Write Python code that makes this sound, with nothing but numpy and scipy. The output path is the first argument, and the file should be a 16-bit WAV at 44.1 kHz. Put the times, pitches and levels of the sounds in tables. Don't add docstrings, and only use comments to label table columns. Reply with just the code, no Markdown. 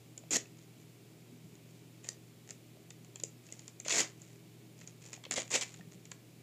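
import sys
import numpy as np
from scipy import signal
from scipy.fft import rfft, irfft
from scipy.io import wavfile
from scipy.ndimage import uniform_filter1d

SR = 44100
rng = np.random.default_rng(int(sys.argv[2]) if len(sys.argv) > 2 else 0)


def transcribe(signal):
    frames = np.atleast_2d(signal).T
    limited = np.clip(frames, -1, 1)
    pcm = np.round(limited * 32767).astype(np.int16)
    wavfile.write(sys.argv[1], SR, pcm)


N = 283122


# start in s, end in s, final level in dB, swell up to it in dB, drop on letting go in dB,
# then sheet flap, rasp and fizz in dB re the level, sheet pitch in Hz.
TEARS = [(0.307, 0.3661, -27, 8.5, 16, -10, -10, -17.5, 332),
         (3.848, 3.878, -48.5, 0.5, -5, -22, -3, -26, 570),
         (3.895, 4.006, -28.5, 6.5, 1.5, -10.5, -5.5, -20, 470),
         (5.359, 5.38, -36.5, 3.5, 2.5, -7, -0.5, -24, 620),
         (5.504, 5.557, -27.5, 17.5, 4.5, -8.5, -3, -21.5, 465),
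         (5.6104, 5.632, -38, -2.5, 11, -16.5, -4, -18, 500)]
def rip(start_s, end_s, top_db, swell_db, drop_db, flap_db, rasp_db, fizz_db, sheet_hz):
    let_go_s, crackle_fade_db_per_s, shake_fade_db_per_s = 0.0087, 440, 394
    flap_growth_db, fizz_growth_db = 6, 4
    t = np.arange(start_s, end_s + 0.1, 1 / SR)
    share_left = np.maximum(end_s - t, 0) / (end_s - start_s)
    after_s = np.maximum(t - end_s, 0)
    pull_db = top_db - swell_db * share_left - drop_db * np.minimum(after_s / let_go_s, 1)
    crackle_db = pull_db - crackle_fade_db_per_s * after_s
    shake_db = pull_db - shake_fade_db_per_s * after_s
    sizzle_db = crackle_db + fizz_db - fizz_growth_db * share_left
    breaks = fibres(len(t), per_s=2800)
    shaking = signal.fftconvolve(breaks, sheet())[:len(t)]
    tugs = unit_rms(resonate(shaking, sheet_hz, width_hz=350))
    tugs *= amp(shake_db + flap_db - flap_growth_db * share_left)
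    out = np.zeros(len(t) + 1024)
    add(out, 0, tugs * signal.windows.tukey(len(t), 0.04))
    switches = np.cumsum(rng.random(len(t)) < 300 / SR)
    timbre = rng.integers(0, 8, len(t))[switches % len(t)]
    for k, shift in enumerate(rng.standard_normal(8)):
        bright = crack(6400 * np.exp(0.2 * shift), ring_share=0.98)
        voices = [(bright, crackle_db - 1), (rasp(), shake_db + rasp_db), (fizz(), sizzle_db)]
        for colour, db in voices:
            add(out, 0, signal.fftconvolve(breaks * (timbre == k) * amp(db), colour))
    catch_db = top_db - swell_db + 20
    add(out, 0, snap(catch_db, 7100, rasp_db - 13, thump_db=catch_db + THUMP_RE_CRACK_DB))
    add(out, end_s - start_s, snap(top_db + 18, 7100, rasp_db, thump_db=top_db + flap_db + 20))
    return out


THUMP_RE_CRACK_DB = -16.5
def snap(level_db, ring_hz, rasp_db, thump_db):
    out = np.zeros(1500)
    add(out, 0, amp(level_db - 22) * slips(fizz(), rise_s=0.00034))
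    add(out, 0, amp(level_db) * slips(crack(ring_hz, ring_share=0.93), rise_s=0.00099))
    add(out, 0, amp(level_db + rasp_db) * slips(rasp(), rise_s=0.0023))
    add(out, 0, amp(thump_db) * unit_energy(np.convolve(sheet(), mode(hz=562, t60_s=0.01))))
    return out


# start in s, crack level in dB, ring in Hz, rasp in dB re the crack.
CREASE_POPS = [(0.177, -19.5, 7100, -15), (0.3325, -7, 7040, -9), (0.3583, -12.5, 7150, -3.5),
               (1.5531, -37, 7090, -4), (2.0433, -27, 6500, -3), (2.088, -10, 6860, -23),
               (2.5057, -18.5, 7100, -10), (2.9045, -26, 7700, -3), (3.046, -35.5, 7240, -4),
               (3.157, -21, 7400, -7.5), (3.1986, -25, 5940, -6), (3.2358, -8, 7100, -19.5),
               (3.4653, -33, 6350, -10), (3.5232, -18.5, 8300, -14), (3.5923, -26, 6650, -8.5),
               (3.679, -22, 7440, -10.5), (3.8, -18, 7100, -13.5), (3.8818, -9.5, 6600, -5),
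               (3.9053, -11.5, 6300, 3), (3.923, -9.5, 7070, 0), (3.985, -7, 7000, -17),
               (4.2176, -28, 7340, -27), (4.8123, -34, 6800, 2.5), (4.8743, -22, 6250, -12),
               (5.061, -29.5, 6100, -8), (5.13, -20, 6700, -3.5), (5.1386, -23, 6800, -7),
               (5.2374, -33, 7000, 7.5), (5.2507, -34, 6000, 13), (5.3095, -9.5, 7300, -6.5),
               (5.319, -17, 6300, -11), (5.3274, -14, 7020, -9), (5.3376, -14, 6800, -8),
               (5.3999, -13.5, 7100, -24), (5.5145, -13, 6790, -19), (5.5413, -11, 6600, -1),
               (5.741, -28.5, 7240, -3), (6.0533, -29.5, 6800, -5.5), (6.115, -20.5, 7200, -2.5)]
def creases():
    out = np.zeros(N)
    for start_s, level_db, ring_hz, rasp_db in CREASE_POPS:
        add(out, start_s, snap(level_db, ring_hz, rasp_db, level_db + THUMP_RE_CRACK_DB))
    return out


# start in s, length in s, level in dB.
HANDLING = [(0.432, 0.081, -71), (0.567, 0.092, -65.5), (0.777, 0.057, -66.5), (1.683, 0.12, -69.5),
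            (2.033, 0.1, -57), (2.476, 0.044, -54), (3.437, 0.27, -63), (4.045, 0.076, -58),
            (4.171, 0.2, -64.5), (4.77, 0.15, -61.5), (5.009, 0.16, -56.5), (5.133, 0.04, -54.5),
            (5.304, 0.045, -40.5), (5.379, 0.053, -42), (5.44, 0.2, -56.5), (5.649, 0.15, -58),
            (5.912, 0.05, -61)]
def rustle(length_s, level_db):
    t = np.arange(0, length_s, 1 / SR)
    swell_db = np.interp(t / length_s, [0, 0.22, 1], [-5.5, 0, -5.5])
    uneven_db = rng.uniform(-4, 4, len(t))
    clicks = amp(level_db + swell_db + uneven_db) * fibres(len(t), per_s=260)
    timbre = rng.integers(0, 5, len(t))
    out = np.zeros(len(t) + 1024)
    for k, shift in enumerate(rng.standard_normal(5)):
        bright = crack(6400 * np.exp(0.22 * shift), ring_share=0.84)
        for colour, db in [(bright, -3), (rasp(), -6), (sheet(), -11)]:
            add(out, 0, amp(db) * signal.fftconvolve(clicks * (timbre == k), colour))
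    return out


def fibres(samples, per_s, spread_db=1.5):
    size = amp(spread_db * np.minimum(rng.exponential(1, samples), 4))
    clicks = size * rng.choice([-1, 1], samples) * (rng.random(samples) < per_s / SR)
    power = uniform_filter1d(clicks ** 2, size=700)
    return clicks / np.sqrt(abs(power) + 0.1 * np.mean(clicks ** 2) + 1e-9)


def slips(colour, rise_s):
    age = np.arange(400) / SR / rise_s
    burst = rng.standard_normal(len(age)) * age * np.exp(-age)
    return unit_energy(np.convolve(burst, colour))


# frequency in Hz, relative level in dB. The 7 kHz peak is the microphone's port resonance.
CRACK_SPECTRUM = [(1500, -46.5), (3000, -23), (4200, -12), (5600, -5.5), (6400, 1), (7000, 8), (7600, 3.5),
                  (8500, -4.5), (10000, -14), (13000, -50), (15500, -49)]
def crack(ring_hz, ring_share):
    ring = mode(ring_hz, t60_s=0.00099)
    ring *= ring_share * 2 / np.sum(abs(ring))
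    ring[0] += 1
    return unit_energy(np.convolve(impulse_response(CRACK_SPECTRUM), ring))


# frequency in Hz, relative level in dB.
RASP_SPECTRUM = [(60, -46), (400, -28.5), (800, -7.5), (1300, -4.5), (1600, -3.5), (2000, 4.5), (2700, 3),
                 (3400, 0), (4300, -1), (6500, -12.5), (12000, -79)]
FOLD_MODES = [(770, -7.5), (1050, -7), (1430, -10), (1900, -3), (2170, -5.5), (2680, -5.5), (3350, -2.5)]
def rasp(fold_db=-6, detune=0.083):
    folds = np.zeros(1024)
    for hz, db in FOLD_MODES:
        bend, side = rng.standard_normal(2)
        add(folds, 0, amp(db) * np.sign(side) * unit_energy(mode(hz * (1 + detune * bend), t60_s=0.012)))
    out = amp(fold_db) * unit_energy(folds)
    add(out, 0, impulse_response(RASP_SPECTRUM))
    return unit_energy(out)


# frequency in Hz, relative level in dB.
FIZZ_SPECTRUM = [(6000, -18.5), (8800, 1), (11000, 1.5), (13500, -9), (15500, -22)]
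def fizz():
    return impulse_response(FIZZ_SPECTRUM)


# frequency in Hz, relative level in dB.
SHEET_SPECTRUM = [(30, -58), (70, -23), (150, -4.5), (280, 1.5), (500, -0.5), (740, -2.5), (950, -22),
                  (1600, -37), (6000, -58)]
def sheet():
    return impulse_response(SHEET_SPECTRUM)


# start in s, level in dB, ring in Hz.
FINGER_TAPS = [(0.237, -45.5, 635), (0.316, -29, 355), (0.457, -49, 2600), (2.051, -49, 554),
               (2.088, -39, 1885), (2.169, -52, 597), (2.77, -49.5, 630), (3.236, -37, 460),
               (3.49, -47, 2660), (3.862, -32.5, 587), (5.177, -47, 730), (5.265, -40, 530),
               (5.379, -26, 554), (5.795, -47.5, 715), (5.81, -45, 1830)]
def case_taps(ring_db=-2, click_db=4):
    out = np.zeros(N)
    for start_s, db, hz in FINGER_TAPS:
        add(out, start_s, amp(db + ring_db) * mode(hz, t60_s=0.024))
        add(out, start_s, amp(db + click_db) * slips(rasp(), rise_s=0.00081))
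    return out


# start in s, level in dB, pitch in Hz.
FLOOR_BUMPS = [(1.325, -44.5, 248), (1.443, -43, 167), (1.528, -46, 152), (5.798, -43, 188),
               (5.871, -43.5, 166), (5.949, -45.5, 185)]
def floor_bumps(gain_db=-1, cushion_s=0.0013):
    out = np.zeros(N)
    for start_s, db, hz in FLOOR_BUMPS:
        thud = mode(hz, t60_s=0.088)
        cushion = 1 - np.exp(-np.arange(len(thud)) / SR / cushion_s)
        add(out, start_s, amp(db + gain_db) * thud * cushion)
    return out


# frequency in Hz, T60 in s.
ROOM_DECAY = [(200, 0.14), (1000, 0.26), (3000, 0.22), (7000, 0.17), (14000, 0.12)]
def room(dry, tail_db=-15, early_db=-17, reflections=8):
    echoes = rng.standard_normal(SR // 2) * (rng.random(SR // 2) < 0.1)
    echoes[:round(0.008 * SR)] = 0
    hz, t, spectra = signal.stft(echoes, SR, nperseg=256)
    decay = np.exp(-np.log(1000) * t / log_interp(ROOM_DECAY, hz)[:, None])
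    response = amp(tail_db) * unit_energy(signal.istft(spectra * decay, SR, nperseg=256)[1])
    delays = (rng.uniform(0.002, 0.023, reflections) * SR).astype(int)
    response[delays] += amp(early_db) * unit_energy(rng.choice([-1., 1.], reflections))
    return dry + signal.fftconvolve(dry, response)[:N]


# centre in Hz, rms level in dB, width in Hz.
MOTOR_LINES = [(161.8, -63.5, 7.9), (243.7, -74.5, 15), (318.3, -70, 20.6), (402.2, -72, 17),
               (2314, -79.5, 400)]
def appliance(mains_hz=119.8, mains_db=-61):
    hz = np.fft.rfftfreq(N, 1 / SR)
    out = amp(mains_db) * unit_rms(np.sin(2 * np.pi * mains_hz * np.arange(N) / SR))
    for centre_hz, db, width_hz in MOTOR_LINES:
        out += amp(db) * shaped_noise(1 / (1 + (2 * (hz - centre_hz) / width_hz) ** 2))
    return out


# frequency in Hz, relative noise density in dB.
AIR_SPECTRUM = [(25, -19), (60, -19.5), (85, -20), (105, -8.5), (180, -6.5), (215, -8.5), (410, -11.5),
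                (490, -17.5), (680, -20.5), (900, -26.5), (1600, -29.5), (2600, -25.5), (4800, -29),
                (6200, -30.5), (7200, -27), (8600, -32.5), (15400, -34)]
def room_noise(rms_db=-60):
    hz = np.fft.rfftfreq(N, 1 / SR)
    return amp(rms_db) * shaped_noise(amp(log_interp(AIR_SPECTRUM, hz)))


def amp(db):
    return 10 ** (np.asarray(db) / 20)


def unit_rms(x):
    return x / np.sqrt(np.mean(x ** 2) + 1e-20)


def unit_energy(x):
    return x / np.sqrt(np.sum(x ** 2) + 1e-20)


def log_interp(points, hz):
    point_hz, value = np.transpose(points)
    return np.interp(np.log(hz + 1), np.log(point_hz + 1), value)


def add(mix, start_s, sound):
    part = mix[max(round(start_s * SR), 0):][:len(sound)]
    part += sound[:len(part)]


def shaped_noise(gain):
    return unit_rms(irfft(rfft(rng.standard_normal(N)) * gain, N))


def impulse_response(spectrum, size=1024):
    hz = abs(np.fft.fftfreq(size, 1 / SR))
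    log_gain = np.log(amp(log_interp(spectrum, hz)))
    transfer = np.exp(np.conj(signal.hilbert(log_gain)))
    return unit_energy(np.fft.ifft(transfer).real[:size // 2])


def mode(hz, t60_s):
    t = np.arange(int(t60_s * SR) + 2) / SR
    return np.sin(2 * np.pi * hz * t) * np.exp(-np.log(1000) * t / t60_s)


def resonate(x, hz, width_hz):
    radius = np.exp(-np.pi * width_hz / SR)
    pole = radius * np.exp(2j * np.pi * hz / SR)
    return signal.lfilter([1 - radius], [1, -pole], x).real


def scene():
    paper = np.zeros(N)
    for start_s, *settings in TEARS:
        add(paper, start_s, rip(start_s, *settings))
    for start_s, length_s, level_db in HANDLING:
        add(paper, start_s, rustle(length_s, level_db))
    paper += creases()
    return (room(paper + case_taps() + floor_bumps()) + appliance() + room_noise())[None]


def record(dry, low_hz=65, high_hz=15450):
    thin = signal.sosfilt(signal.butter(2, low_hz, "highpass", fs=SR, output="sos"), dry)
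    lowpass = signal.firwin(511, high_hz, window=("kaiser", 9), fs=SR)
    return signal.oaconvolve(thin, lowpass[None], "same")


dry = scene()
out = record(dry)
transcribe(out)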